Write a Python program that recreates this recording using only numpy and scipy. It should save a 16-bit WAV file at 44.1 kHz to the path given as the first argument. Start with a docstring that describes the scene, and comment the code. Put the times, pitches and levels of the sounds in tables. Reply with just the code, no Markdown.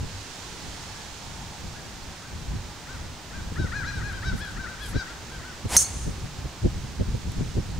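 """An open golf range: a driver swishes down and cracks a teed ball, heard close and nearly central.
The hollow metal head rings as decaying sine modes; ground, player and trees scatter the blow back as a noise cloud.
Geese-like harmonic calls sound on the left, filtered noise makes the leaves on the right and bright rustles,
and low noise in gusts and eddies buffets the two microphone ports over steady hiss, a far drone and a thin whine."""
import sys
import numpy as np
from scipy import signal
from scipy.fft import rfft, irfft
from scipy.io import wavfile
from scipy.ndimage import uniform_filter1d

SR = 44100
rng = np.random.default_rng(int(sys.argv[2]) if len(sys.argv) > 2 else 0)


def output_pcm(signal):
    """Save a mono or channel-first signal as 16-bit PCM at the path in sys.argv[1].

    Samples are clipped to [-1, 1] before scaling.
    """
    pcm = np.clip(np.atleast_2d(signal).T, -1, 1) * 32767
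    wavfile.write(sys.argv[1], SR, np.round(pcm).astype(np.int16))


N = 343695
T = np.arange(N) / SR
STRIKE_S = 5.7665  # the moment of the blow


def undb(db):
    """Turn dB into an amplitude factor."""
    return 10 ** (np.asarray(db) / 20)


def unit(x):
    """Scale to rms 1."""
    return x / np.sqrt(np.mean(x ** 2))


def shape(points, hz):
    """Read a spectrum in dB at the given frequencies, interpolated over log frequency."""
    f, db = np.transpose(points)
    return np.interp(np.log(hz + 1), np.log(f), db)


def noise(points, alike):
    """Make two-channel noise of a given spectrum, rms 1; alike is the left-right correlation."""
    c = np.clip(alike, -1, 1)
    mid, side = rng.standard_normal((2, N))
    pair = np.sqrt(1 + c) * mid + np.sqrt(1 - c) * side * np.array([[1], [-1]])
    gain = undb(shape(points, np.fft.rfftfreq(N, 1 / SR)))
    return unit(irfft(rfft(pair) * gain, N))


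def walk(rate):
    """Draw random levels, each held 1 / rate s, and slew them twice."""
    k = int(SR / rate)
    steps = np.repeat(rng.standard_normal(N // k + 1), k)
    return uniform_filter1d(uniform_filter1d(steps, k), k)[:N]


def hump(start, length):
    """A smooth swell, 0 to 1 and back, both arguments in s."""
    return np.sin(np.pi * np.clip((T - start) / length, 0, 1)) ** 2


def pan(db):
    """Left and right gains that differ by db; positive leans left."""
    return undb(np.array([db, -db]) / 2).reshape(2, -1)


def curve(points):
    """Gain over the scene from level points (t/s, level/dB)."""
    return undb(np.interp(T, *np.transpose(points)))


def club_head(t):
    """The hollow head rings in decaying modes, Doppler-shifted and unevenly exposed along its arc."""
    # modes of the metal head: f/Hz, level/dB, t60/s
    modes = [(2180, -41.5, 0.89), (3620, -26, 0.091), (4250, -18.5, 0.17), (4420, -28, 0.37),
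             (5400, -12, .08), (5800, -8.5, 0.15), (5840, -11.5, .07), (6120, -2, 0.06), (6400, 1, 0.15),
             (6420, -11, 0.064), (6620, -11, .15), (6930, -23, 0.18), (7100, -15, 0.099), (7300, -18, 0.19),
             (8100, -10.5, 0.16), (8660, -19, 0.24), (8800, -4.5, .04), (9160, -9.5, .1),
             (9460, -11, 0.073), (9940, -10.5, 0.082), (11600, -15, 0.051)]
    # the ringing head on its arc: t after the blow/s, pitch shift/%, exposure/dB
    arc = [(0, -0.5, -1), (0.034, 0.5, -5), (0.065, 5.5, -2), (.08, 0.5, 6), (.5, 8.5, -16)]
    s, shift, exposure_db = np.transpose(arc)
    clock = np.cumsum(1 + np.interp(t, s, shift) / 100) / SR  # time warped by Doppler
    ring = 0
    for hz, db, t60 in modes:
        # each mode beams its own way, so it flickers as the head turns
        beam = undb(np.minimum(t / .005, 1) * 5 * walk(250)[:len(t)])
        decay = np.exp(-np.log(1000) * t / t60)
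        ring = ring + undb(db) * beam * decay * np.sin(2 * np.pi * hz * clock)
    return ring * undb(np.interp(t, s, exposure_db))


def scattered_paths():
    """Noise echo response: near returns from ground and player, then the tree line fading slowly and dying."""
    near_db, near_hold_s = -33.5, 0.061
    trees_db, trees_hold_s = -46.5, .28
    late = T - STRIKE_S
    near = undb(near_db - 60 * np.maximum(late - near_hold_s, 0) / 0.076)
    trees = undb(trees_db - 60 * np.maximum(late - trees_hold_s, 0) / .6 - 24 * late)
    strength = np.clip(late / 0.021, 0, 1) * (near + trees)
    # scatterers favour the upper treble: f/Hz, level/dB
    paths = strength * noise(
        [(1500, -13.5), (4800, -13), (6400, -3.0), (7600, 7), (10500, -3.5), (16000, -13)], 0.34)
    # air swallows the top on the long way back
    far = np.clip(late / 0.2, 0, 1)
    dull = signal.sosfilt(signal.butter(2, 8500, fs=SR, output="sos"), paths)
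    return (1 - far) * paths + far * dull


def strike():
    """A sub-millisecond blow rings the head; grass, player and tree line return it as a diffuse cloud."""
    strike_db = -6.5
    t = np.arange(SR // 2) / SR
    # the ball squashes and rebounds: one pressure swing
    blow = undb(-1) * np.exp(-t / 0.00048) * np.sin(2 * np.pi * 2000 * t)
    crack = undb(-5.0) * np.exp(-t / .002) * np.diff(rng.standard_normal(len(t) + 1))
    sound = undb(strike_db) * (club_head(t) + blow + crack)
    direct = np.zeros(N)
    direct[int(STRIKE_S * SR):][:len(t)] = sound
    # only the loud first instants come back audibly
    burst = sound * np.exp(-t / .0007)
    echoes = signal.fftconvolve(scattered_paths(), burst[None])[:, :N]
    return direct * pan(-1.5) + echoes


def swing():
    """Head and shaft stir broad noise that swells up to the blow and stops; a soft follow-through remains."""
    # swish spectrum: f/Hz, level per Hz/dB
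    swish = [(150, -1.5), (400, -2.5), (850, 0), (1300, -8.5), (2000, -5), (3500, -10.5), (7000, -6),
             (10000, -9), (15500, -29)]
    downswing_s, swish_db, stop_s = 0.1, -24, 0.003
    follow_db, follow_s = -44, 0.22
    after = np.maximum(T - STRIKE_S, 0)
    down = hump(STRIKE_S - downswing_s, 2 * downswing_s) * np.exp(-after / stop_s)
    follow = hump(STRIKE_S, follow_s)
    return (undb(swish_db) * down + undb(follow_db) * follow) * noise(swish, 0.97)


def birds():
    """Harmonic calls whose pitch scoops up, arches and sags under throat and beak resonances."""
    # throat response: f/Hz, level/dB
    throat = [(1020, -30), (1270, -3), (1650, 0), (1950, -4), (2150, -20), (2450, -13), (3000, -45)]
    # arched calls: crest t/s, fall/s, crest f/Hz, level/dB, overtone level/dB, beak resonance f/Hz
    calls = [(.99, 0.046, 854, -49, -69, 3400), (1.78, 0.048, 848, -47, -69, 3400),
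             (2.27, .05, 814, -48, -69, 3200), (2.912, 0.065, 792, -41, -51, 4000),
             (3.36, 0.054, 805, -40, -59, 3300), (3.61, 0.07, 782, -35, -47, 3800),
             (3.769, 0.075, 838, -30.5, -47, 4200), (3.886, 0.05, 815, -33, -41.5, 4100),
             (3.952, 0.072, 797, -34.5, -47, 3980), (4.065, 0.071, 854, -35.5, -52, 4200),
             (4.158, 0.041, 802, -39, -49, 3200), (4.275, 0.059, 787.4, -33, -41, 3900),
             (4.428, 0.064, 844, -35.5, -43, 3500), (4.475, 0.051, 774, -40.5, -51, 3900),
             (4.612, .068, 776.6, -35, -52, 3900), (4.709, 0.038, 780, -36.5, -53, 3900),
             (4.828, 0.078, 836, -40, -41.5, 3350), (4.977, 0.059, 788, -35, -42, 3970),
             (5.0, 0.046, 794, -40.5, -46, 4750), (5.11, .025, 697, -43, -56, 3500),
             (5.33, 0.087, 797, -45, -62, 3200), (5.47, .07, 768, -41.5, -61, 3100)]
    rise_s, scoop = .053, .35  # every call scoops up by a share of its crest pitch
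    sag_hz_per_s = 2700  # longer falls sag further
    beak_width_hz = 630
    out = np.zeros(N)
    waver = 1 + .018 * walk(70)
    for crest, fall, crest_hz, db, bright_db, beak_hz in calls:
        i = slice(int((crest - rise_s) * SR), int((crest + fall) * SR))
        t = T[i] - crest
        below = np.where(t < 0, scoop * crest_hz * (t / rise_s) ** 2, sag_hz_per_s * t ** 2 / fall)
        hz = (crest_hz - below) * waver[i]
        phase = 2 * np.pi * np.cumsum(hz) / SR
        swell = hump(crest - rise_s, rise_s + fall)[i]
        for k in range(1, 9):
            # the beak opens only at full effort; its second resonance lies higher and weaker
            beak = np.exp(-((k * hz - beak_hz) / beak_width_hz) ** 2)
            beak = beak + 0.53 * np.exp(-((k * hz - 1.42 * beak_hz) / 700) ** 2)
            voice = undb(db + shape(throat, k * hz)) * swell ** 0.13
            out[i] += (voice + undb(bright_db) * beak * swell) * np.sin(k * phase)
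    out *= undb(1.95 * walk(70))
    # a diffuse noise tail follows each call
    tail = rng.standard_normal((2, SR // 3)) * np.exp(-np.arange(SR // 3) / SR / 0.096) * undb(-38)
    return pan(6.) * (out + signal.fftconvolve(out[None], tail)[:, :N])


def wind():
    """Turbulence on the ports: large eddies rumble in both alike, small ones flutter on one port at a time."""
    # gust strength: t/s, level/dB
    gusts = [(0, -40), (.2, -49), (1.1, -46.5), (1.4, -40), (1.7, -42.5), (2.5, -41.5), (3.0, -45),
             (3.42, -42.5), (3.55, -33.5), (4.15, -33), (4.7, -40), (5.55, -45.5), (6.0, -37.5),
             (6.55, -40.5), (7.1, -32.5), (7.79, -35)]
    # eddies that thump the ports: centre t/s, rumble level/dB, length/s
    eddies = [(0.037, -31.5, 0.13), (2.55, -34.5, 0.18), (3.521, -31.5, .03), (3.602, -27, 0.09),
              (3.647, -27.5, .048), (3.97, -35.5, .14), (4.341, -27, 0.094), (4.584, -35, 0.14),
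              (4.961, -24.5, .089), (5.658, -25.5, 0.052), (5.963, -33.5, 0.031), (6.081, -29, .17),
              (6.249, -33, 0.063), (6.457, -30, 0.054), (6.658, -20.5, .11), (6.846, -35.5, .063),
              (7.013, -24, 0.094), (7.087, -31, 0.06), (7.15, -27.5, .062), (7.281, -34, 0.14),
              (7.412, -29, 0.083), (7.579, -25.5, 0.12)]
    # flutter equals rumble at even_db and grows faster
    even_db, flutter_growth = -25.5, 1.57
    one_sided_db = 9.5  # depth of the random lean between ports
    rumble = noise([(22, -8), (50, 1), (110, -2), (200, -13.5), (400, -35.5), (900, -88)], 0.9)
    flutter = noise([(70, -8.5), (170, 7), (450, -5), (900, -25), (2500, -88)], -0.25)
    flutter = flutter * pan(one_sided_db * walk(12))
    out = curve(gusts) * undb(4.84 * walk(16)) * (rumble + undb(-11.5) * flutter)
    for s, db, length in eddies:
        swell = hump(s - length / 2, length)
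        core = swell ** 5.0  # the fine flutter gathers in the middle of the eddy
        flutter_db = even_db + flutter_growth * (db - even_db)
        for air, gate, air_db in ((rumble, swell, db), (flutter, core, flutter_db)):
            # hold each eddy to its level whatever the noise does inside the gate
            level = np.sqrt(np.mean(gate ** 2) / np.mean((air * gate) ** 2))
            out += undb(air_db) * air * gate * level
    return out


def rustles():
    """Short bright swishes and ticks close by, all gated from one treble hiss."""
    # brief bright rustles: start t/s, level/dB, length/s
    swishes = [(4.337, -55, 0.093), (4.43, -60, .12), (4.774, -47, 0.19)]
    # small ticks: t/s, level/dB
    ticks = [(2.039, -46), (4.126, -44), (4.379, -45), (4.45, -45), (5.808, -22), (7.17, -49), (7.319, -37)]
    hiss = noise([(3500, -40), (8000, 0), (11500, -4), (16000, -24)], .8)
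    gate = sum(undb(db) * hump(s, length) for s, db, length in swishes)
    gate = gate * undb(4.8 * walk(150) + 4 * walk(40))
    for s, db in ticks:
        gate = gate + undb(db) * (T > s) * np.exp(-np.abs(T - s) / .0015)
    return gate * hiss


def field():
    """Steady outdoor hiss, leaves to the right, a far traffic-like drone and a thin high whine, all noise."""
    # leaf strength: t/s, level/dB
    leaf_levels = [(0.0, -45), (0.43, -42), (2.26, -47), (7.79, -47)]
    # leaf spectrum: f/Hz, level per Hz/dB
    leaf_spectrum = [(880, -9.5), (1500, -1), (2110, -3), (2320, -3.5), (3870, -1), (6820, -2),
                     (12000, -21), (15600, -74), (22000, -120)]
    # open-air hiss spectrum: f/Hz, level per Hz/dB
    hiss_spectrum = [(150, -5), (300, -9), (500, -12), (1100, -13), (1600, -16), (5250, -23), (8000, -29),
                     (10700, -38), (15700, -37.5)]
    # drone strength: t/s, level/dB
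    drone_levels = [(0, -56.5), (1.4, -48.5), (2.2, -54.5), (4, -54), (7.79, -58)]
    hiss_db = -43
    leaves = curve(leaf_levels) * undb(.5 * walk(14.0)) * noise(leaf_spectrum, 0.37) * pan(-6.5)
    drone = curve(drone_levels) * noise([(400, -36), (800, -1.0), (950, -1.0), (1600, -37)], 0.64)
    whine = undb(-72.0) * noise([(14500, -40), (15400, -2), (16000, -30)], 1.0)
    hiss = undb(hiss_db + .5 * walk(2.28)) * noise(hiss_spectrum, 0.81)
    return hiss + leaves + drone + whine


def scene():
    """Mix the strike, its swish and everything around it."""
    return strike() + swing() + birds() + wind() + rustles() + field()


def record(dry):
    """The recorder rounds the peak and cuts the top."""
    top_hz = 15700
    rounded = np.tanh(0.76 * dry) / 0.8
    return signal.sosfilt(signal.ellip(12, .3, 80, top_hz, fs=SR, output="sos"), rounded)


dry = scene()
out = record(dry)
output_pcm(out)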